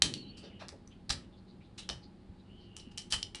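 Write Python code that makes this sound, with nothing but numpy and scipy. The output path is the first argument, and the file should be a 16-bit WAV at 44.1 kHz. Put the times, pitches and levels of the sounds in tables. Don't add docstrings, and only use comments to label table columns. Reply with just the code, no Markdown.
import sys
import numpy as np
from scipy import signal
from scipy.fft import rfft, irfft
from scipy.io import wavfile

SR = 44100
rng = np.random.default_rng(int(sys.argv[2]) if len(sys.argv) > 2 else 0)


def materialize(psi):
    bounded = np.clip(np.atleast_2d(psi).T, -1, 1)
    quanta = np.round(bounded * 32767).astype(np.int16)
    wavfile.write(sys.argv[1], SR, quanta)


N = 149940


def amp(db):
    return 10 ** (np.asarray(db) / 20)


def unit_rms(x):
    return x / np.sqrt(np.mean(x ** 2) + 1e-20)


def log_interp(points, hz):
    f, value = np.transpose(points)
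    return np.interp(np.log(hz + 1), np.log(f + 1), value)


def add(mix, start, sound):
    part = mix[max(round(start * SR), 0):][:len(sound)]
    part += sound[:len(part)]


def resonance(hz, centre, width):
    return 1 / (1 + (2 * (hz - centre) / width) ** 2)


def band(hz, centre, octaves):
    return np.exp(-.5 * (np.log2((hz + 1) / centre) / octaves) ** 2)


def noise(gain):
    return unit_rms(irfft(rfft(rng.standard_normal(N)) * gain(np.fft.rfftfreq(N, 1 / SR)), N))


def stereo(mid, side):
    return np.array([mid + side, mid - side])


# f/Hz, relative level/dB
AMBIENT_SPECTRUM = [(15, -35), (25, -7), (96, -7.5), (145, -11.5), (230, -9), (400, -18.5), (600, -25.5),
                    (950, -29.5), (2300, -37.5), (3300, -38.5), (4500, -37.5), (5800, -50.5),
                    (10100, -51.5), (10700, -74), (16000, -100)]
# f/Hz, bandwidth/Hz, level/dB
ROOM_DRONES = [(189.4, 31, -59.5), (97.05, 32, -64), (351, 44, -68), (821.5, 51, -76)]
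def background(mid_db=-57, side_db=-77):
    colour = lambda hz: amp(log_interp(AMBIENT_SPECTRUM, hz))
    drones = sum(amp(db) * noise(lambda hz: resonance(hz, f, width)) for f, width, db in ROOM_DRONES)
    return stereo(amp(mid_db) * noise(colour) + drones, amp(side_db) * noise(colour))


# t/s, level/dB, centre f/Hz, decay time constant/s
HAND_BUMPS = [(0.019, -38.5, 63.5, 0.036), (0.043, -41, 149, 0.096), (0.027, -42.5, 226, 0.18),
              (0.429, -53, 398, 0.087), (0.611, -44, 756, 0.021), (0.724, -49.5, 445, 0.026),
              (1.099, -35.5, 67.3, 0.034), (1.108, -46, 189, 0.084), (1.893, -43, 85, 0.047),
              (1.889, -50, 271, 0.03), (1.890, -46.5, 586, 0.031), (2.293, -39, 75.4, 0.01),
              (2.868, -35, 172, 0.006), (3.133, -42, 64.5, 0.043)]
def bumps(rise_s=0.0068):
    out, t = np.zeros(N), np.arange(N) / SR
    for start, db, centre_hz, decay_s in HAND_BUMPS:
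        envelope = np.minimum(t / rise_s, 1) * np.exp(-t / decay_s)
        thud = envelope * noise(lambda hz: band(hz, centre_hz, octaves=0.58))
        add(out, start, amp(db) * thud * np.linalg.norm(envelope) / np.linalg.norm(thud))
    return out


# f/Hz, relative level/dB
PLASTIC_SPECTRUM = [(40, -21.5), (250, -13.5), (550, -9.5), (900, -12.5), (1400, -10.5), (2300, -4.5),
                    (3300, -0.5), (5500, 3), (7000, -6.5), (8500, -8), (10200, -9.5), (10900, -28),
                    (12300, -31)]
# f/Hz, bandwidth/Hz, gain/dB
SHELL_MODES = [(600, 110, 1), (840, 120, 8), (1270, 130, 5), (1780, 260, 5), (2400, 150, 1), (4050, 300, 3),
               (4950, 260, 2), (7350, 280, 4), (8150, 340, 4)]
def shell(grip_hz, wall_db, hollow_db, treble_db, size=4096):
    hz = abs(np.fft.fftfreq(size, 1 / SR))
    db = log_interp(PLASTIC_SPECTRUM, hz)
    db += sum(gain * resonance(hz, f, width) for f, width, gain in SHELL_MODES)
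    db += 7 * resonance(hz, grip_hz, width=900)
    db += (6.5 + wall_db) * resonance(hz, centre=3040, width=560)
    ripple = unit_rms(np.interp(hz, np.arange(256) * 150, rng.standard_normal(256)))
    db += 3 * ripple * band(hz, centre=4000, octaves=1)
    db += hollow_db * band(hz, centre=1200, octaves=0.66)
    db += treble_db * (1 - 1 / (1 + (hz / 5900) ** 8))
    minimum_phase = np.exp(np.conj(signal.hilbert(np.log(amp(db)))))
    ring = np.fft.ifft(minimum_phase).real[:size // 2]
    return ring / np.linalg.norm(ring)


def grains(size, grain_db):
    return (rng.standard_normal(SR) * amp(grain_db * np.minimum(rng.exponential(1, SR), 5)))[:size]


def slips(envelope, grain_db, passes):
    size = len(envelope)
    cluster = envelope * grains(size, grain_db)
    for _ in range(passes):
        spectrum = rfft(cluster, 2 * size)
        cluster = irfft(spectrum / (abs(spectrum) + 1e-12))[:size] * (envelope > 0)
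    return unit_rms(cluster)


def excite_shell(events, force):
    direct, room_feed = np.zeros(N), np.zeros(N)
    for start, db, duration, *grip, room_db in events:
        sound = amp(db) * signal.fftconvolve(force(duration), shell(*grip))
        add(direct, start, sound)
        add(room_feed, start, amp(room_db) * sound)
    return np.array([direct, room_feed])


# t/s, level/dB, force duration/s, grip resonance f/Hz,
# extra wall gain/dB, hollow gain/dB, treble gain/dB, room feed/dB
SEAM_SNAPS = [(.0205, -14, 0.0031, 4300, 1.5, 3.5, 7.5, -6.5),
              (.1388, -29.5, 0.0019, 4160, 4, -7, 0.5, -5.5),
              (.6838, -40.5, .0014, 4900, -16, 8, 9.5, -4.5), (.6898, -41.5, 0.002, 5130, -8, 10, -1.5, -8),
              (.8752, -57.5, 0.0021, 6080, -32, 5, 8, -6), (1.0932, -36, 0.0046, 4520, -11, 4.5, 3, 6.5),
              (1.1045, -32.5, 0.0035, 4070, 0, 3, -0.5, -7), (1.8897, -32, .0026, 5360, 2.5, 11.5, 2, -1.5),
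              (1.8984, -30, 0.0015, 3820, -9, 5, -33, -13.5), (2.765, -43, 0.0036, 6000, 12, 11, 15.5, -3),
              (2.7955, -52.5, 0.0074, 5460, -2, -8, -12, -3),
              (2.975, -38.5, 0.0037, 5700, 18, 9.5, 16, -2.5),
              (2.9803, -35, 0.0025, 5760, -12, -7, 3.5, -2.5),
              (3.1225, -25.5, 0.0038, 4620, 11.5, 3, 9.5, -1.5),
              (3.1295, -29.5, 0.0025, 3680, 10, 16.5, 3, -19),
              (3.2283, -28, .0024, 5100, 9.5, -13, 0.5, -10),
              (3.347, -38.5, 0.0034, 4160, 2.5, 6.5, 1, -0.5), (3.3563, -38.5, 0.0006, 4200, 7, -6, 23, -8)]
def snaps():
    def force(duration):
        envelope = np.sqrt(np.hanning(max(int(duration * SR), 8)))
        return slips(envelope, grain_db=-0.5, passes=2)
    return excite_shell(SEAM_SNAPS, force)


# t/s, level/dB, force duration/s, grip resonance f/Hz,
# extra wall gain/dB, hollow gain/dB, treble gain/dB, room feed/dB
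SHELL_SCRAPES = [(.038, -45, 0.039, 4952, 5, 2, 5, -8), (.368, -60, 0.028, 4550, -10, 5, 3, 1.5),
                 (.425, -63, 0.045, 4600, -5, 9, -14, 3), (.592, -57.5, 0.049, 2660, -11.5, 10.5, -13, 1),
                 (1.1005, -31.5, 0.014, 4100, -7.5, 9, -1, -12.5),
                 (1.114, -43.5, .033, 4250, -6, 5, 7.5, -14), (1.777, -49, 0.028, 4120, 0.5, 4.5, 3.5, -1),
                 (2.912, -64, 0.017, 4900, 10, 12, 5, -4), (3.102, -49.5, .02, 4600, 1, 4, 10.5, 6),
                 (3.13, -35, 0.025, 4320, 8, 15, 9.5, -9)]
def scrapes():
    def force(duration):
        arch = np.sin(np.pi * np.linspace(0, 1, int(duration * SR)) ** 0.65).clip(0)
        return unit_rms(slips(arch, grain_db=-1.5, passes=1) * np.sqrt(arch))
    return excite_shell(SHELL_SCRAPES, force)


def resonator(x, hz, width):
    carrier = np.exp(2j * np.pi * np.cumsum(hz) / SR)
    pole = np.exp(-np.pi * width / SR)
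    return (carrier * signal.lfilter([(1 - pole) ** 2], [1, -2 * pole, pole * pole], x / carrier)).real


# t/s, f/Hz, level/dB
TWIST_CURVES = [
    [(.14, 2930, -56), (.22, 2960, -63), (.41, 2970, -62.5), (.59, 2860, -66.5), (.66, 2800, -81)],
    [(2.45, 2920, -85.5), (2.5, 2860, -66.5), (2.585, 3086, -67), (2.71, 2880, -66.5), (2.82, 2924, -64),
     (3.02, 2780, -75.5)],
]
def twists(widths_hz=(450, 270)):
    out, t = np.zeros(N), np.arange(N) / SR
    for curve, width in zip(TWIST_CURVES, widths_hz):
        times, hz, db = np.transpose(curve)
        ring = unit_rms(resonator(rng.standard_normal(N), np.interp(t, times, hz), width))
        out += ring * amp(np.interp(t, times, db)) * (t > times[0]) * (t < times[-1])
    return out


# t/s, level/dB, duration/s, f/Hz, glide/Hz
SQUEAKS_AND_PING = [(0.153, -55, 0.095, 4377, 9), (0.22, -62.5, .085, 4005, -26),
                    (0.276, -59, 0.05, 4400, 18), (0.873, -60.5, 0.0068, 6010, 0)]
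def squeaks_and_ping(ramp_s=0.018, jitter_hz=32, flutter_db=3):
    out = np.zeros(N)
    slow = lambda hz: resonance(hz, centre=0, width=200)
    for start, db, duration, pitch_hz, glide_hz in SQUEAKS_AND_PING:
        t = np.arange(int(duration * SR)) / SR
        hz = pitch_hz + glide_hz * (t / duration - .5) + jitter_hz * noise(slow)[:len(t)]
        tone = np.sin(2 * np.pi * np.cumsum(hz) / SR)
        envelope = np.clip(np.minimum(t, duration - t) / ramp_s, 0, 1)
        flutter = amp(flutter_db * noise(slow)[:len(t)])
        add(out, start, amp(db) * unit_rms(envelope * flutter * tone))
    return out


# t/s, level/dB, duration/s, centre f/Hz
FINGER_RUBS = [(0.501, -70, 0.05, 2240), (0.687, -69, 0.054, 1870), (0.895, -69, 0.063, 3020),
               (1.218, -74.5, 0.051, 2790), (1.31, -74, 0.066, 3550), (1.355, -74.5, .06, 4360),
               (1.457, -72.5, 0.079, 4200), (1.6, -70, 0.035, 2500), (1.61, -76, 0.079, 3810),
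               (1.802, -65.5, 0.072, 3370), (2.008, -66, 0.07, 4460), (2.373, -75, 0.055, 3940),
               (2.56, -74, .14, 4420)]
def rubs(width_hz=870):
    out = np.zeros(N)
    for start, db, duration, centre_hz in FINGER_RUBS:
        size = int(duration * SR)
        colour = resonance(np.fft.rfftfreq(size, 1 / SR), centre_hz, width_hz)
        hiss = irfft(rfft(grains(size, grain_db=5)) * colour, size)
        add(out, start, amp(db) * unit_rms(hiss * np.hanning(size)))
    return out


# f/Hz, T60/s
REVERB_TIMES = [(100, 8.5), (260, 1), (700, 0.28), (1800, 0.32), (4000, 0.23), (10000, 0.2343)]
# f/Hz, relative level/dB
TAIL_SPECTRUM = [(100, -0.5), (300, 3.5), (750, 1.5), (2300, -3.5), (3000, 0), (3900, -2), (5500, -4.5),
                 (9800, -1.5), (11200, -9)]
def tail(size=32768, gap_s=0.0014, build_s=0.005):
    hz, t, bins = signal.stft(rng.standard_normal(size), SR, nperseg=256)
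    phases = bins / (abs(bins) + 1e-12)
    colour = amp(log_interp(TAIL_SPECTRUM, hz)[:, None])
    decay = np.exp(-np.log(1000) * t / log_interp(REVERB_TIMES, hz)[:, None])
    response = signal.istft(phases * colour * decay, SR, nperseg=256)[1][:size]
    response *= np.clip((np.arange(size) / SR - gap_s) / build_s, 0, 1)
    return response / np.linalg.norm(response)


# delay t/s, amplitude ratio
REFLECTIONS = [(.0035, 0.17), (.0095, .14), (0.01, .2), (0.0152, 0.15), (0.02, .15), (0.0393, .14)]
def room(feed, positions=4, side_db=-14.5):
    out = np.zeros((2, N))
    position = np.linspace(0, positions - 1, N)
    for k in range(positions):
        mid = tail()
        for delay, gain in REFLECTIONS:
            add(mid, delay, np.array([gain]))
        response = stereo(mid, amp(side_db) * tail())
        crossfade = np.sqrt(np.clip(1 - abs(position - k), 0, 1))
        out += signal.fftconvolve((feed * crossfade)[None], response, axes=1)[:, :N]
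    return out


def scene():
    direct, room_feed = snaps() + scrapes()
    for sound, room_db in ((rubs(), -6.5), (twists(), -8), (squeaks_and_ping(), -11)):
        direct += sound
        room_feed += amp(room_db) * sound
    return direct + bumps() + room(room_feed) + background()


def record(dry, cutoff_hz=12300):
    lowpass = signal.firwin(511, cutoff_hz, window=("kaiser", 9), fs=SR)
    return signal.oaconvolve(dry, lowpass[None], "same")


dry = scene()
out = record(dry)
materialize(out)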